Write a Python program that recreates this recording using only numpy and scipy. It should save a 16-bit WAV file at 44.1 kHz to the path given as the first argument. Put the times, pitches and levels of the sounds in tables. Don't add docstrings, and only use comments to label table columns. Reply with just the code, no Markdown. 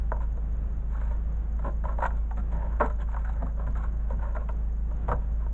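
import sys
import numpy as np
from scipy import signal
from scipy.fft import rfft, irfft, next_fast_len
from scipy.io import wavfile
from scipy.ndimage import map_coordinates

SR = 44100
rng = np.random.default_rng(int(sys.argv[2]) if len(sys.argv) > 2 else 0)


def persist_wave(psi):
    counts = np.round(np.clip(psi, -1, 1) * 32767).astype(np.int16)
    wavfile.write(sys.argv[1], SR, np.atleast_2d(counts).T)


N = 243873

# (frequency [Hz], relative level [dB])
CRUST_SPECTRUM = [(100, -22.5), (330, -6.5), (500, 0), (1000, 8.5), (1450, -10.5), (1800, 3), (2200, -16.5),
                  (3000, -23.5), (3900, -39.5), (4500, -58.5), (6000, -87)]
# (frequency [Hz], relative level [dB])
GRIT_SPECTRUM = [(1200, -21), (2200, 10), (2800, -0.5), (3900, -3), (4500, -18.5), (5400, -22.5),
                 (6300, -10), (7300, -3.5), (8100, -11.5), (8900, -34)]
PIER_LOW_HZ, PIER_HIGH_HZ = 400, 720


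def amp(db):
    return 10 ** (np.asarray(db) / 20)


def unit(x, size=None):
    return x / np.sqrt(np.mean(x[:size] ** 2) + 1e-20)


def along(points, hz):
    freqs, values = np.transpose(points)
    return np.interp(np.log(hz + 1), np.log(freqs + 1), values)


def wobble(rate, size):
    knots = rng.standard_normal(int(size * rate / SR) + 4)
    return map_coordinates(knots, [np.arange(size) * rate / SR])


def add(track, time, sound):
    start = max(round(time * SR), 0)
    track[start:start + len(sound)] += sound[:max(N - start, 0)]


def filtered(x, response):
    size = 2 * next_fast_len(len(x) // 2 + 4096)
    return irfft(rfft(x, size) * response(np.fft.rfftfreq(size, 1 / SR)), size)[:len(x)]


def coloured(x, spectrum):
    def response(hz):
        cepstrum = irfft(np.log(amp(along(spectrum, hz))))
        cepstrum[1:len(hz) - 1] *= 2
        cepstrum[len(hz):] = 0
        return np.exp(rfft(cepstrum))
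    return filtered(x, response)


def machine(turn_hz=26.66):
    # (multiple of the turning rate, rms level [dB])
    partials = [(1, -36.5), (2, -28.5), (5, -51), (6, -54.5), (7, -59), (8, -56), (9, -66.5)]
    turns = np.cumsum(turn_hz * (1 + 0.0016 * wobble(1.7, N))) / SR
    out = np.zeros(N)
    for multiple, db in partials:
        peak = np.sqrt(2) * amp(db + 0.63 * wobble(3.77, N))
        out += peak * np.sin(2 * np.pi * (multiple * turns + rng.random()))
    return out


def background():
    # (frequency [Hz], relative level [dB])
    rumble_spectrum = [(15, 2), (30, -5), (65, 1), (90, -5.5), (120, -11.5), (160, -9), (200, -16.5),
                       (300, -22.5), (550, -25), (1000, -30.5), (1600, -36), (2200, -45.5), (3500, -55),
                       (5000, -74.5)]
    # (frequency [Hz], relative level [dB])
    hiss_spectrum = [(3000, -31.5), (4500, -12), (5400, -14), (6100, -3.5), (6750, 2.5), (7600, -5.5),
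                     (8400, -20), (9000, -32.5)]
    rumble = unit(coloured(rng.standard_normal(N), rumble_spectrum))
    rumble *= amp(-38.5 + 1.9 * wobble(4.79, N))
    hiss = amp(-82.5) * unit(coloured(rng.standard_normal(N), hiss_spectrum))
    return rumble + hiss


def fractures(size, rate, spread_db):
    happens = rng.random(size) < rate / SR
    signs = rng.choice([-1, 1], size)
    strengths = amp(spread_db * np.minimum(rng.exponential(size=size), 4))
    return unit(happens * signs * strengths)


def ring(force, low_hz, high_hz, damping=1, soft_hz=2315):
    # (frequency [Hz], undamped width [Hz], relative level [dB])
    resonances = [(160, 20, 0.5), (242, 45, 2), (304, 60, -9), (444.6, 33, -9.5), (524.3, 27, -8),
                  (603.5, 37.8, 0.5), (654, 150, -12.5), (748, 87, 1), (928.4, 71.4, 8), (1029, 110, -3.5),
                  (1095, 63, 0.5), (1324, 60, -2), (1406, 60, 0.5), (1554, 130, -5), (1768, 130, -8.5),
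                  (1980, 120, -23)]
    modes = [(f * (1 + .007 * rng.standard_normal()), width * damping, db + 3.5 * rng.standard_normal())
             for f, width, db in resonances if low_hz <= f < high_hz]
    softening = signal.butter(6, min(soft_hz, 2 * high_hz), fs=SR, output="sos")

    def response(hz):
        return sum((-1) ** k * amp(db) * 1j * hz * width / (f * f - hz * hz + 1j * hz * width)
                   for k, (f, width, db) in enumerate(modes))
    return filtered(signal.sosfilt(softening, force), response)


def mud_piece(force, crunch, pitch_hz, boost=1.8, sharpness=3.1):
    def response(hz):
        band = 1j * hz * pitch_hz
        return 1 + boost * band / (sharpness * (pitch_hz ** 2 - hz * hz) + band)
    return filtered(unit(ring(force, PIER_HIGH_HZ, SR, damping=1.26)) + crunch, response)


def cracks(medium_db=-44, medium_t60=.05, push_t60=0.18, free_t60=0.038):
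    # (time [s], snap level [dB], knock [dB re snap], crumbling t60 [s],
    # pitch of the piece [Hz], treble gain, up for brittle flakes and down for soft [dB])
    breaks = [(0.1185, -31, 0.5, 0.017, 760, -6.5), (0.164, -46, -13, 0.016, 960, -2.5),
              (0.201, -47, -14, 0.024, 930, -0.5), (0.209, -45.5, -16, .025, 980, 2.5),
              (0.372, -53.5, 4.5, 0.042, 740, 0), (1.0107, -48.5, -2, 0.044, 1350, 3),
              (1.107, -48, 3, 0.072, 950, -2.5), (1.119, -54, 0, .02, 1100, -1),
              (1.5906, -47, -2.5, 0.04, 1100, -1.5), (1.84, -44.5, 3, 0.026, 1200, -2),
              (1.851, -34, -6, 0.032, 970, 2), (1.984, -35.5, -0.5, 0.035, 980, -8),
              (2.02, -28.5, -6.5, 0.026, 980, -7.5), (2.0255, -28.5, -16.5, 0.024, 995, -4),
              (2.037, -26.5, -10.5, 0.026, 974, -4.5), (2.054, -26.5, -11, 0.036, 1200, -0.5),
              (2.106, -45.5, -4.5, 0.021, 1480, -2), (2.3102, -40.5, -20.5, 0.036, 990, 0),
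              (2.5184, -45.5, -4, 0.21, 920, -0.5), (2.8005, -29, -10.5, 0.048, 1320, 0.5),
              (2.8055, -25, 3, 0.058, 980, -4), (2.8115, -27, -1, 0.05, 1390, 2.5),
              (2.829, -37, -3.5, 0.14, 1300, -2.5), (2.844, -39.5, -3, 0.056, 1350, -4.5),
              (2.879, -43, -7.5, .03, 953, 0), (2.899, -43.5, -1.5, 0.091, 1370, -1.5),
              (3.1438, -39.5, -13, 0.022, 1010, -1.5), (3.165, -37, -14, 0.022, 970, -1),
              (3.2474, -44.5, -10, 0.055, 1400, -0.5), (3.29, -43, -14.5, 0.06, 1300, 0),
              (3.4219, -42, 5, 0.064, 950, -0.5), (3.6653, -45, -5, 0.15, 1465, -1.5),
              (3.7528, -44.5, -20, 0.081, 1450, 2.5), (4.1014, -42, 3, 0.11, 910, -1),
              (4.35, -44.5, 2, 0.058, 770, -1.5), (4.365, -41, 3, 0.042, 837, -0.5),
              (4.489, -40, -2.5, 0.045, 1100, 9), (4.912, -50.5, -1, 0.037, 995, -1.5),
              (5.082, -33, -0.5, 0.081, 990, 1.5), (5.095, -38, 2.5, 0.055, 885, -1),
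              (5.116, -28, -4, 0.031, 1050, 3), (5.124, -32, -4, 0.051, 1060, -1),
              (5.2205, -53, 0.5, 0.014, 1000, -4), (5.465, -48.5, 2.5, 0.0077, 960, -4)]
    out, t = np.zeros(N), np.arange(SR // 4) / SR
    for time, db, knock_db, t60, pitch_hz, bite_db in breaks:
        avalanche = amp(-60 * t / t60) * fractures(len(t), rate=5200, spread_db=2.5)
        crumble = 1.83 * t60 / medium_t60
        force = signal.unit_impulse(len(t)) + crumble * avalanche / np.linalg.norm(avalanche)
        flakes = filtered(coloured(force, CRUST_SPECTRUM), lambda hz: 1j * hz / (900 + 1j * hz))
        crust = mud_piece(force, 0.58 * unit(flakes), pitch_hz)
        snap = unit(coloured(crust, [(1500, 0), (2500, bite_db)]), size=530)
        blow = force * amp(-60 * t / push_t60)
        grip = 0.98 * max(free_t60 / t60, 1)
        knock = amp(knock_db) * unit(ring(blow, PIER_LOW_HZ, PIER_HIGH_HZ, damping=grip), size=530)
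        thud = amp(knock_db - 19) * unit(ring(blow, 0, PIER_LOW_HZ), size=1300)
        grit_db = -25 - 0.54 * (db - medium_db) + 3 * np.log2(t60 / medium_t60)
        grit = amp(grit_db) * unit(coloured(avalanche, GRIT_SPECTRUM), size=530)
        add(out, time, amp(db) * (snap + knock + thud + grit))
    return out


def walls(x, block_s=.1, delay_s=0.0059):
    # (frequency [Hz], t60 [s])
    decay_times = [(150, 0.025), (600, 0.25), (1500, 0.072), (8000, 0.11)]
    out, size = np.zeros(N), round(block_s * SR)
    for start in range(0, N, size):
        hz, t, noise = signal.stft(rng.standard_normal(SR // 4), SR, nperseg=256)
        decay = amp(-60 * t / along(decay_times, hz)[:, None])
        _, tail = signal.istft(noise * decay, SR, nperseg=256)
        answer = signal.fftconvolve(x[start:start + size], tail / np.linalg.norm(tail))
        add(out, start / SR + delay_s, answer)
    return out


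def camera_ticks(pitch_hz=6600, width_s=0.00067, peak_db=-62.0, first_s=.127, period_s=.2, gap_s=0.042):
    out, t = np.zeros(N), np.arange(-SR // 500, SR // 500) / SR
    pip = np.exp(-.5 * (t / width_s) ** 2) * np.sin(2 * np.pi * pitch_hz * t)
    for beat in np.arange(first_s, N / SR, period_s):
        for time in (beat, beat + gap_s + 0.004 * rng.standard_normal()):
            add(out, time + t[0], amp(peak_db + rng.standard_normal()) * pip)
    return out


def stroke(length_s, slip_db=2.2, slips_per_s=88):
    progress = np.arange(SR // 2) / SR / length_s
    press = np.clip(progress / 0.19, 0, 1)
    release = np.clip((1 - progress) / 0.42 + .5, 0, 1)
    return press * release * amp(slip_db * wobble(slips_per_s, len(progress)))


def rubs(coarse_hz=950, coarse_grit_db=-29, grit_db_per_octave=29.5):
    # (start [s], end [s], rasp level [dB], grit level [dB])
    strokes = [(0.211, 0.25, -51, -69.5), (0.875, 1.143, -54, -71.5), (1.632, 1.692, -36.5, -68.5),
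               (1.844, 1.941, -43, -71.5), (2.02, 2.076, -46, -55.5), (2.087, 2.243, -59.5, -76),
               (2.365, 2.403, -45.5, -65), (2.52, 2.683, -46, -78.5), (2.675, 2.8, -53.5, -77.5),
               (2.839, 2.875, -39.5, -67), (2.981, 3.033, -48.5, -66.5), (3.038, 3.357, -56.5, -73.5),
               (3.331, 3.506, -52, -81.5), (3.566, 3.643, -47, -78.5), (3.743, 3.886, -51, -70),
               (3.884, 4.18, -59.5, -88), (4.188, 4.32, -46, -73), (4.331, 4.436, -48, -73),
               (5.115, 5.148, -45.5, -76.5), (5.385, 5.451, -55, -78)]
    out = np.zeros(N)
    for start, end, rasp_db, grit_db in strokes:
        pressure = stroke(end - start)
        size = len(pressure)
        pitch_hz = coarse_hz * 2 ** ((grit_db - rasp_db - coarse_grit_db) / grit_db_per_octave)
        force = pressure * fractures(size, rate=1300, spread_db=1.9)
        crust = mud_piece(force, 0.98 * unit(coloured(force, CRUST_SPECTRUM)), pitch_hz)
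        pier = ring(force, PIER_LOW_HZ, PIER_HIGH_HZ, damping=2.9)
        shake = 0.78 * coarse_hz / pitch_hz
        rasp = unit(unit(crust) + shake * unit(pier))
        grit = unit(coloured(pressure * fractures(size, rate=800, spread_db=2.0), GRIT_SPECTRUM))
        contact = np.sqrt((end - start) * SR / size)
        add(out, start, contact * (amp(rasp_db) * rasp + amp(grit_db) * grit))
    return out


def small_breaks(t60=0.042, pitch_hz=1200):
    # (time [s], tick level [dB], grit level [dB])
    breaks = [(0.927, -57, -82), (0.946, -47.5, -76), (0.973, -54, -71.5), (1.012, -54, -64.5),
              (1.036, -55, -69.5), (1.052, -54.5, -67), (1.623, -50.5, -76), (1.914, -60, -78),
              (2.002, -41.5, -62), (2.861, -46.5, -58), (3.015, -46.5, -64.5), (3.086, -47, -75),
              (3.116, -55, -63.5), (3.127, -46, -72), (3.191, -57, -64), (3.251, -52, -64),
              (3.274, -46.5, -77), (3.293, -49, -65), (3.331, -54.5, -64.5), (3.464, -45.5, -67),
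              (3.773, -49.5, -61), (3.794, -52, -79), (3.825, -48.5, -66), (3.837, -44, -65),
              (4.192, -48.5, -75.5), (4.226, -50, -71), (4.251, -47.5, -74)]
    out, t = np.zeros(N), np.arange(SR // 8) / SR
    for time, tick_db, grit_db in breaks:
        crackle = amp(-60 * t / t60) * fractures(len(t), rate=2100, spread_db=2.5)
        force = signal.unit_impulse(len(t)) + 3.3 * crackle / np.linalg.norm(crackle)
        tick = mud_piece(force, 0.22 * unit(coloured(force, CRUST_SPECTRUM)), pitch_hz)
        grit = coloured(force, GRIT_SPECTRUM)
        add(out, time, amp(tick_db) * unit(tick, size=440) + amp(grit_db) * unit(grit, size=440))
    return out


def shoves():
    # (time [s], level [dB], length [s], timber ring [dB re push])
    pushes = [(1.642, -41.5, 0.054, 4), (2.365, -44, .06, -3), (2.812, -35, .045, 10.5),
              (3.412, -39, 0.055, -0.5), (3.657, -42, .065, -6.5), (4.111, -39.5, 0.073, -8.5),
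              (5.085, -35, 0.064, -7)]
    # (frequency [Hz], relative level [dB])
    push_spectrum = [(40, -24.5), (85, 11), (140, 8), (220, -11), (320, -21.5), (700, -41), (2000, -85.5)]
    out = np.zeros(N)
    for time, db, length_s, timber_db in pushes:
        pressure = stroke(length_s)
        force = pressure * fractures(len(pressure), rate=2200, spread_db=1.0)
        timbers = amp(timber_db) * unit(ring(force, 0, PIER_LOW_HZ))
        push = unit(coloured(force, push_spectrum))
        add(out, time, amp(db) * unit(timbers + push, size=round(length_s * SR)))
    return out


def chink(start_s=3.003, width_hz=600, swell_s=.012):
    # (pitch [Hz], level [dB], t60 [s])
    hard_crumb = (3209, -63, 0.064)
    pitch_hz, db, t60 = hard_crumb
    out, t = np.zeros(N), np.arange(SR // 4) / SR
    phase = 2 * np.pi * pitch_hz * t
    tone = wobble(width_hz, len(t)) * np.sin(phase) + wobble(width_hz, len(t)) * np.cos(phase)
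    envelope = amp(-60 * t / t60) * (1 - np.exp(-t / swell_s))
    add(out, start_s, amp(db) * unit(tone * envelope, size=1000))
    return out


def scene():
    mud = cracks() + small_breaks() + rubs() + shoves() + chink()
    return (mud + amp(-11.0) * walls(mud) + machine() + background() + camera_ticks())[None]


def record(dry):
    top_hz = 8900
    return np.array([filtered(channel, lambda hz: hz < top_hz) for channel in dry])


dry = scene()
out = record(dry)
persist_wave(out)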